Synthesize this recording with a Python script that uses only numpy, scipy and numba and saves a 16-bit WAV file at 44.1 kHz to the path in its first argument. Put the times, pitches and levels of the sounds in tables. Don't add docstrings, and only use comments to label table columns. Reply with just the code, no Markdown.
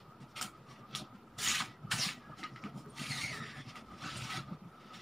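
import sys
import numpy as np
from scipy import signal
from scipy.fft import rfft, irfft, next_fast_len
from scipy.io import wavfile
from scipy.ndimage import uniform_filter1d
from numba import njit

SR = 44100
rng = np.random.default_rng(int(sys.argv[2]) if len(sys.argv) > 2 else 0)


def how_loud(loudness_db):
    steps = np.asarray(loudness_db, float) / 20
    return 10 ** steps


def wav_out(sig):
    wavfile.write(sys.argv[1], SR, np.round(np.clip(np.atleast_2d(sig).T, -1, 1) * 32767).astype(np.int16))


N = 221104

# (time [s], hold [s], level [dB], fine dust [dB], broad palm [dB])
WIPES = [(.001, 0.0018, -60, -19, -3), (.705, 0.014, -55, -11, 0.5), (.94, 0.0044, -49.5, -26, -2),
         (2.978, 0.004, -46.5, -11, -4), (1.478, 0.076, -30, -8, -2), (1.6, 0.0096, -32.5, -10.5, -0.5),
         (2.02, 0.04, -32, -10.5, -7.5), (2.09, 0.022, -40, -14, -2), (2.78, 0.014, -58.5, -3.5, -7),
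         (3.1, 0.13, -41, -9.5, -8.5), (3.235, 0.032, -45, -11, -21), (3.32, 0.049, -44.5, -12.5, -5.5),
         (3.44, 0.072, -48, -18, 4.5), (3.57, 0.035, -49.5, -14, 4.5), (3.69, 0.0054, -48, -18.5, -3.5),
         (3.92, 0.057, -58.5, -13, 3.5), (4.025, 0.13, -44, -16.5, -2), (4.17, 0.12, -43.5, -13, -4.5),
         (4.3, 0.07, -40, -13.5, -1), (4.812, 0.19, -59, -17.5, 1), (4.99, 0.025, -56, -18, -2)]
PATS = [(0.205, 0.026, -62.5, -10, -1), (0.363, 0.027, -42, -16, -2.5), (0.4156, 0.016, -35.5, -1.5, -1.5),
        (.956, 0.0017, -34.5, -7.5, -9.5), (1.386, 0.11, -36.5, -6.5, -4.5), (1.42, 0.029, -32.5, -2, -1.5),
        (1.94, 0.082, -38.5, -4, 2), (1.916, 0.0087, -29, -7.5, -7), (2.436, 0.0065, -41.5, -22, 1.5),
        (2.562, .004, -53, -28, 3), (2.995, 0.066, -41, -11, -1.5), (2.863, .002, -68, -20, 10),
        (.9125, .004, -62, -20, 2), ]
FIDGETS = [(.29, 0.031, -67, -13, -20), (.552, 0.016, -64.5, -14, 0), (.76, 0.034, -60.5, -14, 6),
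           (.88, .03, -82, -20, 10), (1.03, 0.014, -61, -27, -4), (1.148, 0.0092, -64.5, -12, 2),
           (1.7, 0.0096, -58, -20, -1), (2.19, 0.24, -66.5, -20, 2), (2.388, 0.022, -49.5, -12.5, -0.5),
           (2.5, 0.025, -64, -14, 3), (2.648, 0.0088, -49.5, -18, 5.5), (2.88, 0.13, -73, -1, -12),
           (3.766, 0.0022, -46.5, -14, 1), (3.86, 0.055, -69, -14, -10), (4.46, 0.08, -65, -17, 1),
           (4.65, .13, -72.5, -9, 0.5), (4.942, 0.019, -49, -13, -1.5)]
# (level [dB], fine dust [dB], broad palm [dB])
IDLE = (-79.5, -27, 0)
WIPE_RISE_DB_S, WIPE_FALL_DB_S = 365, 304
PAT_RISE_DB_S, PAT_FALL_DB_S = 2605, 366
FIDGET_RISE_DB_S, FIDGET_FALL_DB_S = 700, 325
# (frequency [Hz], density [dB per Hz])
GRAIN_SPECTRUM = [(1000, -13.5), (1460, -9), (1700, -4), (2250, -1.5), (3400, 6.5), (5600, 0), (6700, -8.5),
                  (7900, -13), (8800, -11.5), (13600, -29.5), (14900, -26), (16000, -21)]
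# (frequency [Hz], width [Hz], level [dB])
BOWL_MODES = [(1270, 87, 2), (5140, 690, -7.5), (6700, 130, -28)]

# (frequency [Hz], density [dB per Hz])
LOW_HUM = [(100, -19), (125, 4), (160, -4), (190, -10)]
UPPER_HUM = [(160, -8), (215, 6), (260, -2), (320, -5.5), (420, -23.5), (600, -13.5), (1000, -20)]
AIR = [(300, -1), (600, -6.5), (1100, -7), (1500, -14), (2300, -18), (5700, -30.5), (6300, -33),
       (13500, -36.5), (14900, -35.5), (16000, -29)]
AIR_DB, AIR_FOLLOWS = -65.5, 0.15
WHINE_HZ, WHINE_WIDTH_HZ = 1263, 113

# (time [s], low hum [dB], upper hum [dB])
BUMPS = [(0.23, -47.5, -51.5), (0.45, -60, -51), (0.94, -49.5, -53), (1.02, -47.5, -45), (1.5, -54, -45.5),
         (1.62, -46, -51), (1.7, -51, -56), (1.85, -44, -50), (1.95, -38.5, -46.5), (2.07, -52, -52),
         (2.3, -52, -49), (2.43, -64, -50), (2.53, -51, -57), (2.66, -48, -44), (2.77, -41.5, -46.5),
         (2.89, -45.5, -52.5), (3.02, -47, -46), (3.11, -42.5, -48.5), (3.24, -39, -48), (3.42, -41, -46.5),
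         (3.6, -44, -50), (3.68, -48.5, -51), (3.83, -71, -53.5), (3.93, -61, -49), (4.06, -44, -46),
         (4.17, -38.5, -49), (4.39, -38, -44), (4.52, -38.5, -46.5), (4.67, -45.5, -54), (4.86, -73, -59.5),
         (.02, -54, -66), (.35, -62, -67), (.6, -53, -67), (.71, -51, -72), (.82, -54, -55),
          (1.15, -61, -53), (1.25, -73, -56.5), (1.39, -57, -62), (2.0, -43, -49), (2.18, -58, -56),
          (2.69, -52, -62), (2.8, -49.5, -53), (3.17, -45, -50.5), (3.329, -45, -46), (3.5, -50.5, -59),
          (4.0, -69, -70), (4.251, -48, -52), (4.545, -51.5, -56), (4.99, -61, -60)]
BUMP_RISE_DB_S, BUMP_FALL_DB_S = 304.5, 361.5
LOW_REST_DB, UPPER_REST_DB, HUM_FOLLOWS = -65, -64, 0.24
# (time [s], level [dB])
FLARES = [(0.11, -51), (0.435, -41), (0.83, -49), (0.95, -45.5), (1.05, -49.5), (1.44, -59), (1.52, -42),
          (1.61, -50), (1.93, -40), (2.06, -43), (2.24, -49), (2.32, -48), (2.45, -45), (2.57, -49),
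          (2.65, -43.5), (2.77, -54), (2.86, -47.5), (2.93, -52), (3.01, -62), (3.18, -44), (3.4, -42),
          (3.69, -53), (3.77, -46), (3.92, -46.5), (4.03, -46.5), (4.15, -42.5), (4.3, -39), (4.54, -46.5),
          (4.75, -51), (4.92, -50.5),
          (.378, -48), (.445, -46), (.472, -52), (.52, -56), (1.87, -52), (3.35, -46), (3.43, -48),
           (3.5, -54), (3.58, -47), (4.07, -45), (4.21, -49), (4.325, -46), (4.35, -43), (4.39, -41.5),
           (4.5, -50.5)]
FLARE_RISE_DB_S, FLARE_FALL_DB_S, WHINE_REST_DB, WHINE_FOLLOWS = 293, 288, -59.5, 0.34
# (time [s], hold [s], depth [dB])
SHUTS = [
    (0.154, 0.017, 3.5),
    (3.9, .02, -1.5),
    (3.616, 0.027, -13),
    (4.557, 0.029, -9),
]
SHUT_DB_S, REOPEN_DB_S = 900, 500
GATE_FROM_DB, GATE_LAG_S = -69.5, 0.013
# (time [s], level [dB])
SHIFTS = [(.001, -69), (.45, -64), (.97, -71), (1.47, -54), (1.95, -58.5), (2.33, -64), (2.77, -64),
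          (3.26, -56.5), (3.6, -61), (3.92, -60), (4.19, -56), (4.45, -61)]
SHIFT_DB_S, RUMBLE_REST_DB = 90, -72.5

# (time [s], peak [dB], pitch [Hz])
THUDS = [(0.074, -52, 147), (0.202, -43.5, 162.3), (0.315, -50, 132), (0.438, -40, 205),
         (0.58, -48.5, 134.4), (0.697, -53, 151), (0.777, -47, 218), (0.89, -43, 216), (0.934, -44, 144),
         (0.998, -42, 131), (1.086, -49, 124), (1.134, -50, 221), (1.373, -43, 140), (1.607, -37.5, 232),
         (1.682, -45, 138), (1.837, -42, 157.6), (1.887, -41, 140), (1.94, -34, 156), (2.057, -34.5, 193.5),
         (2.176, -44, 242), (2.294, -42, 157), (2.384, -49, 194), (2.519, -45, 138), (2.637, -33.5, 215),
         (2.756, -37, 193), (2.877, -42, 136), (2.992, -40, 151), (3.096, -36.5, 148.6), (3.23, -35.5, 160),
         (3.588, -39.5, 142), (3.663, -47, 124), (3.771, -44.5, 235), (3.818, -50, 218), (3.914, -52, 303),
         (3.915, -39.5, 224), (4.031, -37.5, 185), (4.212, -35, 131), (4.369, -44, 353),
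         (4.37, -36.5, 146.5), (4.511, -35, 165), (4.612, -42.5, 206), (4.847, -46.5, 215),
         (4.947, -47.5, 183)]
THUD_DB, THUD_RISE_S, THUD_CYCLES, THUD_SAG = -5.0, 0.0085, 3.03, 0.056
# (time [s], peak [dB])
SNAPS = [(.362, -45), (.4125, -25), (.4185, -29), (.4268, -29), (.9117, -54), (.9510, -33), (1.389, -42),
         (1.914, -40), (2.861, -48), (3.11, -36), (3.757, -46.5), (4.172, -43)]
SNAP_S = 0.00077
# (time [s], hold [s], centre [Hz], level [dB], width share [0-1])
HOLLOWS = [(0.966, 0.045, 3600, -53, 0.56), (1.471, 0.043, 6700, -37, .1), (1.557, 0.0072, 2660, -34, 0.28),
           (1.603, 0.007, 1110, -35, 0.45), (1.918, 0.0076, 1540, -33.5, 1),
           (2.213, 0.13, 1650, -66.5, 0.05), (2.444, 0.007, 1250, -40, 0.05),
           (2.538, 0.086, 5160, -70.5, 0.33), (2.782, 0.032, 5150, -70, 0.02),
           (2.573, 0.0027, 1990, -58, 0.2), (2.66, .025, 427, -57, 0.17), (2.859, 0.019, 414, -56, 0.02),
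           (3.335, 0.13, 410, -58.5, 0.18), (1.99, 0.032, 620, -52, 0.26), (1.93, .015, 900, -48, .3),
           (1.39, .02, 390, -56.5, 0.5), (4.04, 0.057, 1460, -47.5, 0.18), (1.679, .08, 1950, -69, .08),
           (2.391, 0.027, 770, -62, 0.03), (2.664, 0.046, 690, -60.5, 0.06),
           (3.019, 0.046, 9800, -58, 0.14), (3.178, .02, 3700, -50, .06), (3.11, .015, 4350, -46.5, 0.04),
           (2.9, 0.0069, 9100, -63, 0.05), (3.584, 0.037, 3380, -60, .08), (4.167, 0.011, 8500, -55, 0.3),
           (4.048, 0.028, 6500, -58, 0.3), (0.37, .004, 8700, -58, 0.05), (2.01, 0.045, 2100, -49, 0)]
HOLLOW_ATTACK_S, HOLLOW_RELEASE_S, HOLLOW_EDGE_DB, HOLLOW_SAG = 0.013, 0.053, -38, 0.016
# (time [s], centre [Hz], level [dB])
OPENING = [
    (1.97, 6200, -46),
    (2.0, 5750, -36),
    (2.035, 4360, -33.5),
    (2.07, 3030, -61),
    (2.09, 2060, -36.5),
]
# (time [s], peak [dB], pitch [Hz])
CRACKS = [(0.4125, -32.5, 1360), (0.4125, -29, 5300), (0.4268, -29.5, 5670), (0.9117, -54, 3350),
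          (0.9504, -25, 3420), (0.9585, -30, 3820), (1.476, -24, 3240), (1.4867, -21, 6300),
          (1.6064, -34, 2250), (1.913, -34, 1630), (1.9256, -27.5, 1600), (2.431, -36.5, 1980),
          (2.437, -36.5, 3940), (2.4417, -37, 2160), (2.5612, -41.5, 2020), (2.6388, -38, 2320),
          (2.86, -55, 1440), (2.984, -41, 2050), (3.233, -47, 2120), (3.757, -42, 2170)]
# (time [s], pitch [Hz], level [dB], octave [dB])
SQUEAK = [(3.04, 2360, -50, -20), (3.1, 2310, -46, -11), (3.115, 2140, -42, -8), (3.15, 2030, -43.5, -8),
          (3.2, 1920, -46, -2), (3.212, 2190, -42, -12), (3.24, 2190, -41.5, -15), (3.305, 2190, -44, -11),
          (3.335, 1876, -44, -14), (3.45, 1824, -49.5, -11), (3.52, 1890, -52.5, -12),
          (3.56, 1720, -53, -8), (3.615, 1740, -54.5, -10)]
# (time [s], level over the drag [dB])
CATCHES = [(3.118, -0.5), (3.14, 4.5), (3.185, 4.5), (3.22, -3), (3.243, 8), (3.272, -3), (3.296, 4),
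           (3.33, 1), (3.39, 3), (3.43, 5), (3.5, 2), (3.6, 2)]
CATCH_DB_S, DRAG_DB = 503, -3.5
# (multiple of pitch, level [dB])
OVERTONES = [(3, -15.5), (4, -21.5), (5, -24.5)]

# (delay [s], level [dB])
NEAR_ECHOES = [(.0023, -34), (.0041, -11.5), (.0067, -11.5), (0.012, -11)]
KITCHEN_T60_S, KITCHEN_DB = 0.14, -18
# (frequency [Hz], density [dB per Hz])
SIDE_NOISE = [(40, -25), (300, -12), (1400, -10), (2000, -11), (5700, -15), (6500, -21), (16000, -21.5)]
HANDS_SIDE_DB, BACKGROUND_SIDE_DB, SIDE_NOISE_DB = -60, -34, -76.5
# (frequency [Hz], width [Hz], depth [0-1])
MIC_DIPS = [(6200, 160, 1), (7970, 440, 0.47)]


def at_hz(points, hz):
    point_hz, db = np.transpose(points)
    return np.interp(np.log(hz), np.log(point_hz), db)


def rms_one(x):
    return x / np.sqrt(np.mean(x ** 2) + 1e-20)


def drift(rate):
    r = np.exp(-80 * np.pi * rate / SR)
    slow = signal.lfilter([1], [1, -2 * r, r * r], rng.standard_normal(N // 40 + 2002))[2000:]
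    return np.interp(np.arange(N) / 40, np.arange(len(slow)), rms_one(slow))


def bandpass(low_hz, high_hz):
    return signal.butter(2, [low_hz, high_hz], "band", fs=SR, output="sos")


def band(x, low_hz, high_hz):
    return rms_one(signal.sosfilt(bandpass(low_hz, high_hz), x))


@njit
def resonate(x, hz, width_hz, sr):
    y, r = np.zeros(len(x)), np.exp(-np.pi * width_hz / sr)
    for i in range(2, len(x)):
        driven = (1 - r * r) / 2 * (x[i] - x[i - 2])
        y[i] = driven + 2 * r * np.cos(2 * np.pi * hz[i] / sr) * y[i - 1] - r * r * y[i - 2]
    return y


def resonate_at(x, hz, width_hz):
    return resonate(x, np.full(N, float(hz)), float(width_hz), SR)


def even(x, window_s, share):
    power = np.abs(uniform_filter1d(x ** 2, int(window_s * SR)))
    return rms_one(x / (power + .02 * np.mean(x ** 2) + 1e-20) ** (share / 2))


def coloured(spectrum, edges, patchy_db, rate):
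    white, out = rng.standard_normal((2, N)), 0
    for k, (low, high) in enumerate(zip(edges, edges[1:])):
        gain_db = at_hz(spectrum, np.sqrt(low * high)) + 10 * np.log10(high - low)
        out = out + how_loud(gain_db + patchy_db * drift(rate)) * band(white[k % 2], low, high)
    return rms_one(out)


def swell(start_s, hold_s, rise_db_s, fall_db_s):
    t = np.arange(0, N, 32)[None] / SR - np.asarray(start_s)[:, None]
    after = np.maximum(t - np.asarray(hold_s)[:, None], 0)
    db = np.minimum(t, 0) * rise_db_s - after * fall_db_s
    return how_loud(2 * np.maximum(db, -150))


def full_rate(x):
    return np.interp(np.arange(N), np.arange(len(x)) * 32, x)


def pile_db(rows, rest_db, rise_db_s, fall_db_s):
    s, *levels = np.transpose(rows)
    shape = swell(s, 0 * s, rise_db_s, fall_db_s)
    return [10 * np.log10(how_loud(2 * rest) + full_rate(how_loud(2 * db) @ shape))
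            for db, rest in zip(levels, rest_db)]


def motion():
    power = how_loud(2 * IDLE[0])
    dust, palm = power * IDLE[1], power * IDLE[2]
    for rows, rise, fall in [(PATS, PAT_RISE_DB_S, PAT_FALL_DB_S), (WIPES, WIPE_RISE_DB_S, WIPE_FALL_DB_S),
                             (FIDGETS, FIDGET_RISE_DB_S, FIDGET_FALL_DB_S)]:
        s, hold_s, level_db, dust_db, palm_db = np.transpose(rows)
        strokes = how_loud(2 * level_db)[:, None] * swell(s, hold_s, rise, fall)
        power = power + strokes.sum(axis=0)
        dust = dust + dust_db @ strokes
        palm = palm + palm_db @ strokes
    return full_rate(10 * np.log10(power)), full_rate(dust / power), full_rate(palm / power)


def gate():
    opening = uniform_filter1d(np.maximum(motion()[0] - GATE_FROM_DB, 0), int(GATE_LAG_S * SR))
    hum_rest = [LOW_REST_DB + HUM_FOLLOWS * opening, UPPER_REST_DB + HUM_FOLLOWS * opening]
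    whine_rest = [WHINE_REST_DB + WHINE_FOLLOWS * opening]
    low_db, upper_db = pile_db(BUMPS, hum_rest, BUMP_RISE_DB_S, BUMP_FALL_DB_S)
    whine_db, = pile_db(FLARES, whine_rest, FLARE_RISE_DB_S, FLARE_FALL_DB_S)
    s, hold_s, depth_db = np.transpose(SHUTS)
    shut_db = full_rate(depth_db @ swell(s, hold_s, SHUT_DB_S, REOPEN_DB_S))
    return low_db + shut_db, upper_db + shut_db, whine_db + shut_db


def appliance():
    low_db, upper_db, whine_db = gate()
    low = coloured(LOW_HUM, np.geomspace(92, 200, 6), patchy_db=-0.5, rate=27.0)
    upper = coloured(UPPER_HUM, np.geomspace(150, 1100, 13), patchy_db=4.5, rate=10.3)
    hum = how_loud(low_db - 2.0) * even(low, window_s=0.059, share=0.98)
    hum = hum + how_loud(upper_db - 0.5) * even(upper, window_s=0.039, share=0.7)
    rumble_db = pile_db(SHIFTS, [RUMBLE_REST_DB], SHIFT_DB_S, SHIFT_DB_S)[0]
    rumble = how_loud(rumble_db) * band(rng.standard_normal(N), 51.4, 114.0)
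    centre = WHINE_HZ + 37.4 * drift(8.9)
    whine = resonate(rng.standard_normal(N), centre, WHINE_WIDTH_HZ * 1.26, SR)
    whine = even(resonate(whine, centre, WHINE_WIDTH_HZ * 1.06, SR), window_s=0.074, share=0.48)
    whine = how_loud(whine_db - 6.0 + 1.9 * drift(14.0)) * whine
    hiss = coloured(AIR, np.geomspace(300, 16400, 20), patchy_db=2.0, rate=21.0)
    return hum + rumble + whine + how_loud(AIR_DB + AIR_FOLLOWS * (whine_db + 81)) * hiss


def grains(per_s):
    signs = rng.choice([-1, 1], (2, N))
    clicks = signs * (rng.random((2, N)) < per_s / SR)
    return rms_one(clicks) + rng.standard_normal((2, N))


def rubbing():
    level_db, dust_db, palm_db = motion()
    stream, edges = grains(per_s=6000), np.geomspace(1000, 16400, 36)
    out, power, clumps = 0, 0, 1.1 * drift(45.)
    for k, (low, high) in enumerate(zip(edges, edges[1:])):
        hz = np.sqrt(low * high)
        top = np.clip(np.log2(hz / 5200) / .5, 0, 1)
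        bottom = np.clip(np.log2(3600 / hz) / 0.66, 0, 1.3)
        gain_db = at_hz(GRAIN_SPECTRUM, hz) + top * (dust_db + 19.5) + bottom * (palm_db + 9.5)
        gain = how_loud(gain_db) * np.sqrt(high - low)
        power = power + gain ** 2 * (hz > 1500)
        flicker_db = 2.0 * drift(23.0) + 1.53 * drift(2.9) + clumps
        out = out + gain * how_loud(flicker_db) * band(stream[k % 2], low, high)
    return how_loud(level_db - 3.0) * out / np.sqrt(power)


def bowl(x):
    return x + sum(how_loud(db) * resonate_at(x, hz, width) / 2 for hz, width, db in BOWL_MODES)


def counter_body():
    level_db, (low_db, _, whine_db) = motion()[0], gate()
    spectrum = [(550, -12.0), (800, 0.5), (1100, -6.0), (1500, -5.5)]   # (Hz, dB per Hz)
    dull = coloured(spectrum, np.geomspace(520, 1550, 8), patchy_db=4.0, rate=15.3)
    return how_loud(0.41 * level_db + 0.35 * whine_db + .2 * low_db - 13.5) * dull


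def thuds():
    out, t = np.zeros(N + 4000), np.arange(4000) / SR
    for (s, peak_db, hz), turn in zip(THUDS, rng.random((len(THUDS), 1))):
        shape = (1 - np.exp(-(t / THUD_RISE_S) ** 2)) * np.exp(-(t * hz / THUD_CYCLES / 2) ** 2)
        cycles = turn + hz * t * (1 - THUD_SAG * t / 0.051)
        out[round(s * SR):][:4000] += how_loud(peak_db + THUD_DB) * shape * np.sin(2 * np.pi * cycles)
    return out[:N] * how_loud(2.5 * drift(40.0))


def snaps():
    out, t = np.zeros(N + 400), np.arange(400) / SR
    noise = signal.lfilter([1, -.3], [1], rng.choice([-1., 1.], (len(SNAPS), 400)))
    for (s, peak_db), burst in zip(SNAPS, noise):
        out[round(s * SR):][:400] += how_loud(peak_db - 10) * burst * np.exp(-t / SNAP_S)
    return out[:N]


def stroke_layer(rows, width_hz, flutter_db, multiple=1):
    first, last = rows[0][0], rows[-1][0]
    start = int((first - .1) * SR)
    span = slice(max(start, 0), start + int((last - first + .2) * SR))
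    t = np.arange(N)[span] / SR
    s, row_hz, row_db = np.transpose(rows)[:3]
    hz, level_db = np.interp(t, s, row_hz), np.interp(t, s, row_db)
    fade = np.interp(t, [first - .006, first, last, last + 0.007], [0, 1, 1, 0])
    once = resonate(rng.standard_normal(len(hz)), hz * multiple, width_hz, SR)
    twice = even(resonate(once, hz * multiple, width_hz, SR), window_s=.012, share=0.4)
    out = np.zeros(N)
    out[span] = fade * how_loud(level_db + flutter_db * drift(36.0)[span]) * twice
    return out


def cupped_palm():
    out = stroke_layer(OPENING, width_hz=1200.0, flutter_db=0.0)
    for s, hold_s, hz, db, share in HOLLOWS:
        end, edge_db = s + hold_s + 1e-3, db + HOLLOW_EDGE_DB
        rows = [(s - HOLLOW_ATTACK_S, hz, edge_db), (s, hz, db), (end, hz, db),
                (end + HOLLOW_RELEASE_S, hz * (1 - HOLLOW_SAG), edge_db)]
        out = out + stroke_layer(rows, width_hz=max(share, .03) * hz, flutter_db=2.5)
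    return out


def cracks():
    out, t = np.zeros(N + 2000), np.arange(2000) / SR
    spray = signal.sosfilt(bandpass(1500., 7000.), rng.standard_normal((len(CRACKS), 2000)))
    for (s, peak_db, hz), noise in zip(CRACKS, spray):
        ring = np.sin(2 * np.pi * hz * t) * (1 - np.exp(-t * hz / 0.087)) * np.exp(-t * hz / 3.3)
        puff = noise * np.exp(-t / 0.0012)
        out[round(s * SR):][:2000] += how_loud(peak_db) * (1.67 * ring + 0.31 * puff)
    return out[:N]


def squeak():
    catch = how_loud(pile_db(CATCHES, [DRAG_DB], CATCH_DB_S, CATCH_DB_S)[0])
    s, _, _, row_octave_db = np.transpose(SQUEAK)
    octave_db = np.interp(np.arange(N) / SR, s, row_octave_db)
    octave = how_loud(octave_db) * stroke_layer(SQUEAK, width_hz=380., flutter_db=1.5, multiple=2)
    upper = sum(how_loud(db) * stroke_layer(SQUEAK, width_hz=350.0, flutter_db=2.0, multiple=k)
                for k, db in OVERTONES)
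    core = how_loud(-1.5) * stroke_layer(SQUEAK, width_hz=170., flutter_db=1.0)
    breath = how_loud(-8.0) * stroke_layer(SQUEAK, width_hz=950.0, flutter_db=4.5)
    return catch * (core + octave) + breath + upper


def near_echoes(x):
    n, echoes = np.arange(N), 0
    for lag, db in NEAR_ECHOES:
        moving_lag = lag + 7e-5 * drift(3.26)
        echoes = echoes + how_loud(db) * np.interp(n - SR * moving_lag, n, x, left=0)
    return how_loud(-1.5) * (x + echoes)


def kitchen(x):
    size = next_fast_len(N + SR)
    hz = np.arange(size // 2 + 1) * SR / size
    t60 = KITCHEN_T60_S / (1 + hz / 6000)
    echoes = 0
    for k, lag in enumerate(rng.uniform(0.011, 0.027, 8)):
        turn = how_loud(-60 * lag / t60) * np.exp(-2j * np.pi * hz * lag)
        echoes = echoes + (-1) ** k * turn / (1 - turn)
    return irfft(rfft(x, size) * echoes, size)[:N]


def scene():
    strokes = near_echoes(bowl(rubbing()) + cupped_palm() + squeak() + counter_body())
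    hands = strokes + bowl(cracks() + 1e-9 * rng.standard_normal(N)) + snaps()
    background = appliance() + thuds()
    mid = hands + how_loud(KITCHEN_DB) * kitchen(hands) + background
    side_noise = coloured(SIDE_NOISE, np.geomspace(30, 16400, 19), patchy_db=3.5, rate=13.0)
    wide_background = background + 2.5 * resonate_at(background, WHINE_HZ, 300)
    side = how_loud(HANDS_SIDE_DB) * hands + how_loud(BACKGROUND_SIDE_DB + 4.0 * drift(9.0)) * wide_background
    side = np.roll(side, 900) + how_loud(SIDE_NOISE_DB) * side_noise
    return np.array([mid + side, mid - side])


def band_limit(x):
    return signal.sosfilt(signal.butter(12, 16480, fs=SR, output="sos"), x)


def record(dry):
    for hz, width, depth in MIC_DIPS:
        dry = np.array([x - depth * resonate_at(x, hz, width) for x in dry])
    top_cut = signal.ellip(10, .5, 60, 15560, fs=SR, output="sos")
    mix = signal.sosfilt(top_cut, dry) - 2e-4
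    return band_limit(mix)


dry = scene()
out = record(dry)
wav_out(out)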